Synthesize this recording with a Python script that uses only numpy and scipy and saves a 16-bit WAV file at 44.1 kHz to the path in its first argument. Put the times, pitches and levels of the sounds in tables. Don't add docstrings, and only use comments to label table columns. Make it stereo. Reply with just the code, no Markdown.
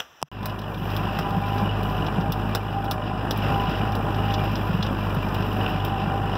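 import sys
import numpy as np
from scipy import signal
from scipy.fft import rfft, irfft, next_fast_len
from scipy.io import wavfile
from scipy.ndimage import uniform_filter1d

SR = 44100
rng = np.random.default_rng(int(sys.argv[2]) if len(sys.argv) > 2 else 0)


def log_audio(samples):
    frames = np.atleast_2d(samples).T
    limited = np.clip(frames, -1, 1)
    pcm = np.round(limited * 32767).astype(np.int16)
    wavfile.write(sys.argv[1], SR, pcm)


def magnitude_from_level(level_db):
    exponent = np.asarray(level_db, float) / 20
    return 10 ** exponent


N = 280917

# multiple, level_db, left_minus_right_db, left_lead_rad
ENGINE_TONES = [(1, 0, -2, -.08), (2, .5, 5.5, -1.13), (3, -10, -13, -2.54), (4, -15, 0, -1),
                (5, -20, -15.5, 1), (6, -20, 0, -1)]
# time_s, rate_hz
FIRING_RATE = [(.3, 51.25), (2.4, 51.4), (3.3, 51.4), (4.4, 51.35), (4.9, 50.4), (5.3, 50.0), (5.7, 50.6),
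               (6.4, 50.6)]
# time_s, phone_gain_db, engine_load_db
RIDE = [(.32, -11.5, -1), (.45, -5.5, -0.5), (.6, -6.5, -1), (1.0, -1.5, -1.5), (1.35, -1, -1),
        (1.6, 0, 0.5), (2.2, -1, 0.5), (2.5, -1.5, 1.5), (2.65, -5, 3), (3.1, -1.5, -1.5), (3.5, 0.5, 0.5),
        (4.0, -1, 1), (4.4, 0.5, 0), (4.9, -1.5, -0.5), (5.3, -1, -0.5), (5.65, 0.5, -0.5), (6.15, -1.5, 1),
        (6.37, 0.5, -0.5)]
# time_s, roughness_db
TRAIL = [(.32, -3), (.6, -2), (.92, 7.5), (1.1, -4), (1.58, 2), (1.75, -9), (1.9, 5), (2.12, -9),
         (2.35, -4), (2.6, -1), (3.2, -17), (3.5, 0), (3.9, -5), (4.62, 2.5), (4.85, -2), (5.5, 1.5),
         (6.1, -6), (6.37, -8)]
# time_s, pressure_db
GEAR_PRESSURE = [(.33, -15), (.8, -4.5), (1.25, 3), (1.5, 7), (1.85, -4.5), (2.05, 3.5), (2.4, -0.5),
                 (2.87, 11), (3.0, 0), (3.3, -4), (3.55, 7), (4.0, 4), (4.3, 5), (4.85, -16), (5.4, -13),
                 (5.75, -2), (5.97, 8), (6.37, 1)]
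# pitch_hz, level_db (per Hz)
ROAR_COLOUR = [(35, -37), (70, 2), (130, 7.5), (205, 9.5), (245, 4.5), (320, 4), (520, -2.5), (1000, -2),
               (1800, -7)]
# pitch_hz, level_db (per Hz)
CHATTER_COLOUR = [(1500, -4), (2700, 3), (3400, -13), (5200, -13.5), (6200, -37), (7000, -26), (8500, -86)]
# pitch_hz, level_db (per Hz)
HISS_COLOUR = [(6000, -4), (8500, -20), (10800, -10), (12300, -1.5), (13200, 2), (14500, 0.5), (15750, -7),
               (15850, -40)]
# pitch_hz, width_hz, level_db
PANELS = [(428, 40, -4), (619, 26, -3), (750, 22, 0), (800, 40, -2), (1004, 24, 0), (1200, 50, -7),
          (1414, 45, -7)]
# pitch_hz, level_db, fade_60db_s
TRIM = [(2380, 0.5, 0.056), (2915, -1.5, 0.041), (3335, -9, 0.019), (4650, -18, 0.005)]
# start_s, peak_db, floor_pitch_hz, left_minus_right_db
BUMPS = [(.593, -22.5, 175, 1.5), (.77, -23, 154, 4), (.817, -18.5, 163, -4), (1.002, -21, 190, 2),
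         (1.191, -13, 169, 0), (1.311, -19, 161, 0), (1.367, -13, 174, 0), (1.624, -15.5, 188, 1.5),
         (2.0, -15, 174, 4), (2.184, -11, 172, 0), (2.288, -15, 162, 2), (2.95, -29, 181, 1),
         (3.45, -20, 137, -4.5), (3.536, -21, 165, 0), (3.68, -14.5, 168, 6), (3.8, -16.5, 152, 1),
         (4.171, -25, 155, -1), (4.272, -26, 215, -3), (4.5, -21.5, 145, -7), (4.638, -24, 159, -2.5),
         (4.694, -15.5, 183, -2.5), (4.74, -14, 167, -.5), (4.793, -13, 176, 3), (5.168, -16, 148, 6),
         (5.396, -15, 170, 2), (5.539, -21.5, 194, 1.5), (5.75, -17, 172, 2), (5.861, -21.5, 196, 6),
         (6.021, -21, 186, 5), (6.07, -16, 164, 8)]
LIGHT_BUMPS = [1.043, 1.793, 1.911, 2.049, 2.696, 3.391, 4.034, 4.599, 5.075, 5.212, 5.316, 5.911, 6.246]
# start_s, peak_db, dull_part_db, bright_part_db
CLACKS = [(.4577, -23, 1, 0), (.497, -34, -11, -24), (.591, -32, -1, -9), (.903, -31.5, -10, -12),
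          (.9657, -21, -31, -7), (1.189, -29.5, 13.5, 1.5), (1.307, -34, -5, -10), (1.5828, -27, -15, -15),
          (1.8323, -33, -1, -1), (2.0652, -28.5, -17, -28), (2.3218, -22.5, -28, 2),
          (2.5501, -13.5, 0.5, -8), (2.844, -37, -6, 1), (2.912, -14.5, -3, -7), (3.3096, -15.5, -2, -9),
          (3.3744, -34, -8, 4), (3.6187, -35, -9, -19), (3.9215, -30, -18, -8), (3.953, -24, -19, -9.5),
          (4.145, -30.5, -15, -21), (4.34, -22, -26.5, -18), (4.556, -21.5, -26, -19),
          (4.8269, -20.5, -15, -20), (4.8638, -29, -17, -16), (5.146, -37, -3, 1), (5.345, -29.5, -17, -3),
          (5.424, -31, -16, -20), (5.5298, -35, -10, -3), (5.8491, -27, -22, -2.5), (6.3545, -32, -6, -21)]
LIGHT_CLACKS = [.43, .617, .7437, 1.4167, 1.8994, 2.21, 2.854, 3.362, 3.708, 3.786, 4.31, 5.0973, 5.288]
# start_s, level_db
KEY_HITS = [
    (.459, -46),
    (2.9135, -39),
    (3.954, -52),
]
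# level_db, fade_60db_s
KEY_RINGS = [(-8, .15), (0, .17), (-3, .12), (-6, .08), (-14, .12)]
KEY_PITCHES = [9150, 10990, 11490, 12830, 7640]
# start_s, from_hz, to_hz, length_s, level_db
SQUEAKS = [
    (5.661, 2340, 2920, 0.0061, -14),
    (5.676, 2500, 2900, .006, -21),
    (5.692, 2850, 2900, 0.0065, -28),
    (4.3, 2800, 2900, .012, -23),
]
# pitch_hz, side_minus_mid_db
BASS_SIDE = [(40, -10), (90, -6), (300, -0.5), (480, -6), (650, -9.5), (1075, -13.5)]
# start_s, level_db
LATCH_HITS = [
    (.0002, -31),
    (.0026, -21),
]
# pitch_hz, level_db, fade_60db_s
LATCH_RINGS = [(650, -14, .03), (1500, -6, .006), (2200, -4, .01), (2800, 3, .008), (3300, 3, .01),
               (4800, -14, .004), (5900, -15, .012), (7200, -16, .006), (13500, -11, .004)]
# start_s, tick_db, thump_db
TAPS = [
    (.2169, -27, -31),
    (.2273, -8, -17),
]
# pitch_hz, level_db, fade_60db_s
CASE_RINGS = [(950, 4, .0045), (2700, -1, .0025), (5200, 0, .0018), (8000, -6, .0012)]
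# pitch_hz, level_db (per Hz)
SHED_AIR = [(60, 13), (300, 0), (1500, 0), (2600, 1), (4500, -16), (6000, -8.5), (9000, -32), (14000, -19)]
# pitch_hz, level_db
PHONE_TOP = [(15750, 0), (15830, -22), (16400, -26), (16600, -60)]

T = np.arange(N) / SR
SIZE = next_fast_len(N)
F = np.maximum(np.arange(SIZE // 2 + 1) * SR / SIZE, 1)
HALF = np.array([[.5], [-.5]])


def unit(x):
    return x / np.sqrt(np.mean(x ** 2))


def curves(table):
    times, *columns = np.transpose(table)
    return [np.interp(T, times, column) for column in columns]


def shape(points):
    hz, db = np.transpose(points)
    return np.interp(np.log(F), np.log(hz), db)


def filter_by(x, gain):
    return irfft(rfft(x, SIZE) * gain, SIZE)[..., :N]


def colour(x, points):
    below = (points[0][0] / 2, points[0][1] - 30)
    above = (points[-1][0] * 2, points[-1][1] - 30)
    return filter_by(x, magnitude_from_level(shape([below] + list(points) + [above])))


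def band(x, low_hz, high_hz):
    return signal.sosfilt(signal.butter(2, [low_hz, high_hz], "band", fs=SR, output="sos"), x)


def walk(rate_hz):
    hold = int(SR / rate_hz)
    steps = np.repeat(rng.standard_normal(N // hold + 1), hold)
    return unit(uniform_filter1d(uniform_filter1d(steps, hold), hold)[:N])


def ring(x, hz, fade_s):
    decay = np.exp(-np.log(1000) / (fade_s * SR))
    turn = 2 * np.pi * hz / SR
    return signal.lfilter([0, np.sin(turn)], [1, -2 * decay * np.cos(turn), decay * decay], x)


def ring_all(x, rings):
    return sum(magnitude_from_level(db) * ring(x, hz, fade_s) for hz, db, fade_s in rings)


def add(out, start_s, sound):
    i = max(int(start_s * SR), 0)
    out[..., i:i + sound.shape[-1]] += sound[..., :N - i]


def blows(hits):
    x = np.zeros(N)
    for start_s, db in hits:
        add(x, start_s, np.array([magnitude_from_level(db)]))
    return x


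def ports(common, spread, boomy):
    lag_s = 20 / SR
    late = magnitude_from_level(-3) * np.exp(-2j * np.pi * np.minimum(F, 14800) * lag_s)
    mid_gain, side_gain = (1 - late) / 2, -(1 + late) / 2
    if boomy:
        low, ratio = F < .5 / lag_s, magnitude_from_level(shape(BASS_SIDE))
        total = np.sqrt(1 + ratio ** 2)
        mid_gain = np.where(low, 1 / total, mid_gain)
        side_gain = np.where(low, -1j * ratio / total, side_gain)
    mid, side = filter_by(common, mid_gain), filter_by(spread, side_gain)
    return np.array([mid + side, mid - side])


def engine():
    (rate_hz,), (gain_db, load_db) = curves(FIRING_RATE), curves(RIDE)
    phase = 2 * np.pi * np.cumsum(rate_hz * (1 + 0.0037 * walk(14))) / SR
    surge_db = 1.05
    first_db = -33.5 + gain_db + .7 * load_db + surge_db * walk(6)
    higher_db = -28.5 + gain_db + load_db + surge_db * walk(8.3)
    drone = 0
    for multiple, db, pan_db, lead in ENGINE_TONES:
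        multiple = round(multiple)
        level_db = (first_db if multiple == 1 else higher_db) + db + 0.54 * multiple * walk(12)
        tone = np.sin(multiple * phase + HALF * lead)
        drone = drone + np.sqrt(2) * magnitude_from_level(level_db + HALF * pan_db) * tone
    return drone, phase


def body_roar(beat):
    roar = colour(rng.standard_normal((2, N)) * beat * magnitude_from_level(1.25 * walk(20)), ROAR_COLOUR)
    return roar / np.std(band(roar, 276.0, 1940.0))


def panel_buzz(beat):
    shake = rng.standard_normal((2, N)) * beat
    buzz = 0
    for hz, width_hz, db in PANELS:
        buzz = buzz + magnitude_from_level(db + 2.0 * walk(6)) * unit(ring(shake, hz, 4.6 / width_hz))
    return unit(buzz)


def rattle_grit():
    ticks = rng.random(N) * (rng.random(N) < 80 / SR)
    return 1 + 0.43 * signal.lfilter([1], [1, -np.exp(-1 / (0.011 * SR))], ticks)


def trim_chatter(beat, grit):
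    shake = rng.standard_normal((2, N)) * beat * grit * magnitude_from_level(1.86 * walk(18))
    chatter = unit(colour(shake, CHATTER_COLOUR))
    ticking = 0
    for hz, db, fade_s in TRIM:
        ticks = rng.standard_normal(N) * (rng.random(N) < 45 / SR)
        ticking = ticking + magnitude_from_level(db) * ring(ticks, hz, fade_s)
    return chatter + magnitude_from_level(-4.5) * unit(ticking)


def vent_hiss(grit):
    noise = rng.standard_normal((2, N))
    return unit(colour(noise * grit ** 2.1 * magnitude_from_level(0.4 * walk(5.6)), HISS_COLOUR))


def gear_whine(beat, level_db):
    hz = 15.5 * curves(FIRING_RATE)[0]
    phase = 2 * np.pi * np.cumsum(hz * (1 + 0.00733 * walk(25.01))) / SR
    return magnitude_from_level(level_db + 3.5 * walk(35)) * beat * np.sin(phase)


def cab(phase):
    gain_db, (rough_db,), (mesh_db,) = curves(RIDE)[0], curves(TRAIL), curves(GEAR_PRESSURE)
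    beat = 1 + .2 * np.cos(phase) + .07 * np.cos(2 * phase)
    grit = rattle_grit()
    shaking = magnitude_from_level(-29.5 + gain_db) * body_roar(beat)
    shaking = shaking + magnitude_from_level(-34 + gain_db + 0.13 * mesh_db) * panel_buzz(beat)
    shaking = shaking + magnitude_from_level(-34 + gain_db + 0.12 * rough_db) * trim_chatter(beat, grit)
    shaking = shaking + magnitude_from_level(-52.5 + gain_db + rough_db) * vent_hiss(grit)
    common, other = shaking
    alike = 0.4
    spread = alike * common + np.sqrt(1 - alike ** 2) * other
    return ports(common, spread, True) + gear_whine(beat, -37 + gain_db + mesh_db)


def bumps():
    out, t = np.zeros((2, N)), T[:4000]
    swell = t / .0055 * np.exp(1 - t / .0055)
    for start_s, db, hz, pan_db in BUMPS + [(s, -25, 172, 0) for s in LIGHT_BUMPS]:
        lead = .8 * rng.standard_normal()
        thud = swell * np.sin(2 * np.pi * hz * t + HALF * lead)
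        add(out, start_s, magnitude_from_level(db - 2.0 + HALF * pan_db) * thud)
    return out


def clacks():
    out, t = np.zeros(N), T[:5000]
    chatter_s = 0.0085
    for start_s, db, dull_db, bright_db in CLACKS + [(s, -35.5, -11, -9) for s in LIGHT_CLACKS]:
        bounce = unit(uniform_filter1d(rng.standard_normal(len(t)), 50))
        chatter = magnitude_from_level(0.83 * bounce) / (1 + (t / chatter_s) ** 4)
        strike, cab_tail = 1.3 * np.exp(-t / 0.0012), 0.58 * np.exp(-t / 0.017)
        burst = rng.standard_normal(len(t)) * (chatter + strike + cab_tail)
        burst[20] = 14.3
        dull = band(burst, 430.0, 2630.0)
        middle = band(band(burst, 2580.0, 5050.0), 2500.0, 5530.0)
        bright = band(burst, 11200.0, 17100.0)
        clack = magnitude_from_level(dull_db) * dull / np.abs(dull).max()
        clack = clack + middle / np.abs(middle).max()
        clack = clack + magnitude_from_level(bright_db + 2) * bright / np.abs(bright).max()
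        add(out, start_s - .0005, magnitude_from_level(db + 4.5) * clack)
    keys = [(hz, db, fade_s) for hz, (db, fade_s) in zip(KEY_PITCHES, KEY_RINGS)]
    out = out + ring_all(blows(KEY_HITS), keys)
    return ports(out, out, True)


def squeak():
    out = np.zeros(N)
    for start_s, from_hz, to_hz, length_s, db in SQUEAKS:
        size = int(length_s * SR)
        rough = unit(uniform_filter1d(rng.standard_normal(8000), 20))[:size]
        hz = np.linspace(from_hz, to_hz, size) * (1 + 0.081 * rough)
        chirp = np.hanning(size) * np.sin(2 * np.pi * np.cumsum(hz) / SR)
        add(out, start_s, magnitude_from_level(db) * chirp)
    return ports(out, out, True)


def latch_clack():
    scrape = rng.standard_normal(400) * np.exp(-T[:400] / 0.0019) / 4
    return ring_all(np.convolve(blows(LATCH_HITS), scrape)[:N], LATCH_RINGS)


def finger_taps():
    tick = ring_all(blows([(s, db) for s, db, _ in TAPS]), CASE_RINGS)
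    thump = ring(blows([(s + .002, db) for s, _, db in TAPS]), 145., .065)
    return tick + thump


def shed_air():
    after = T - TAPS[-1][0]
    air_db = -51 - 31 * np.exp(-np.abs(after) / 0.04) * (after > 0)
    echo_db = -31.5 - 60 * T / 0.13
    noise = rng.standard_normal((2, N)) * [[1], [.45]]
    return (magnitude_from_level(air_db) + magnitude_from_level(echo_db)) * unit(colour(noise, SHED_AIR))


def shed():
    common, spread = shed_air()
    middle = common + latch_clack() + finger_taps()
    fade = np.clip((0.288 - T) / 0.004, 0, 1)
    return ports(middle + spread, middle - spread, False) * fade


def scene():
    drone, phase = engine()
    cab_start_s = .3155
    opening = np.clip(.75 + (T - cab_start_s) / .04, 0, 1) * (T > cab_start_s)
    return (drone + cab(phase) + bumps() + clacks() + squeak()) * opening + shed()


def top_cut(x):
    return signal.sosfilt(signal.butter(12, 16510, fs=SR, output="sos"), x)


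def record(dry):
    mix = filter_by(dry, magnitude_from_level(shape(PHONE_TOP)))
    return top_cut(mix)


dry = scene()
out = record(dry)
log_audio(out)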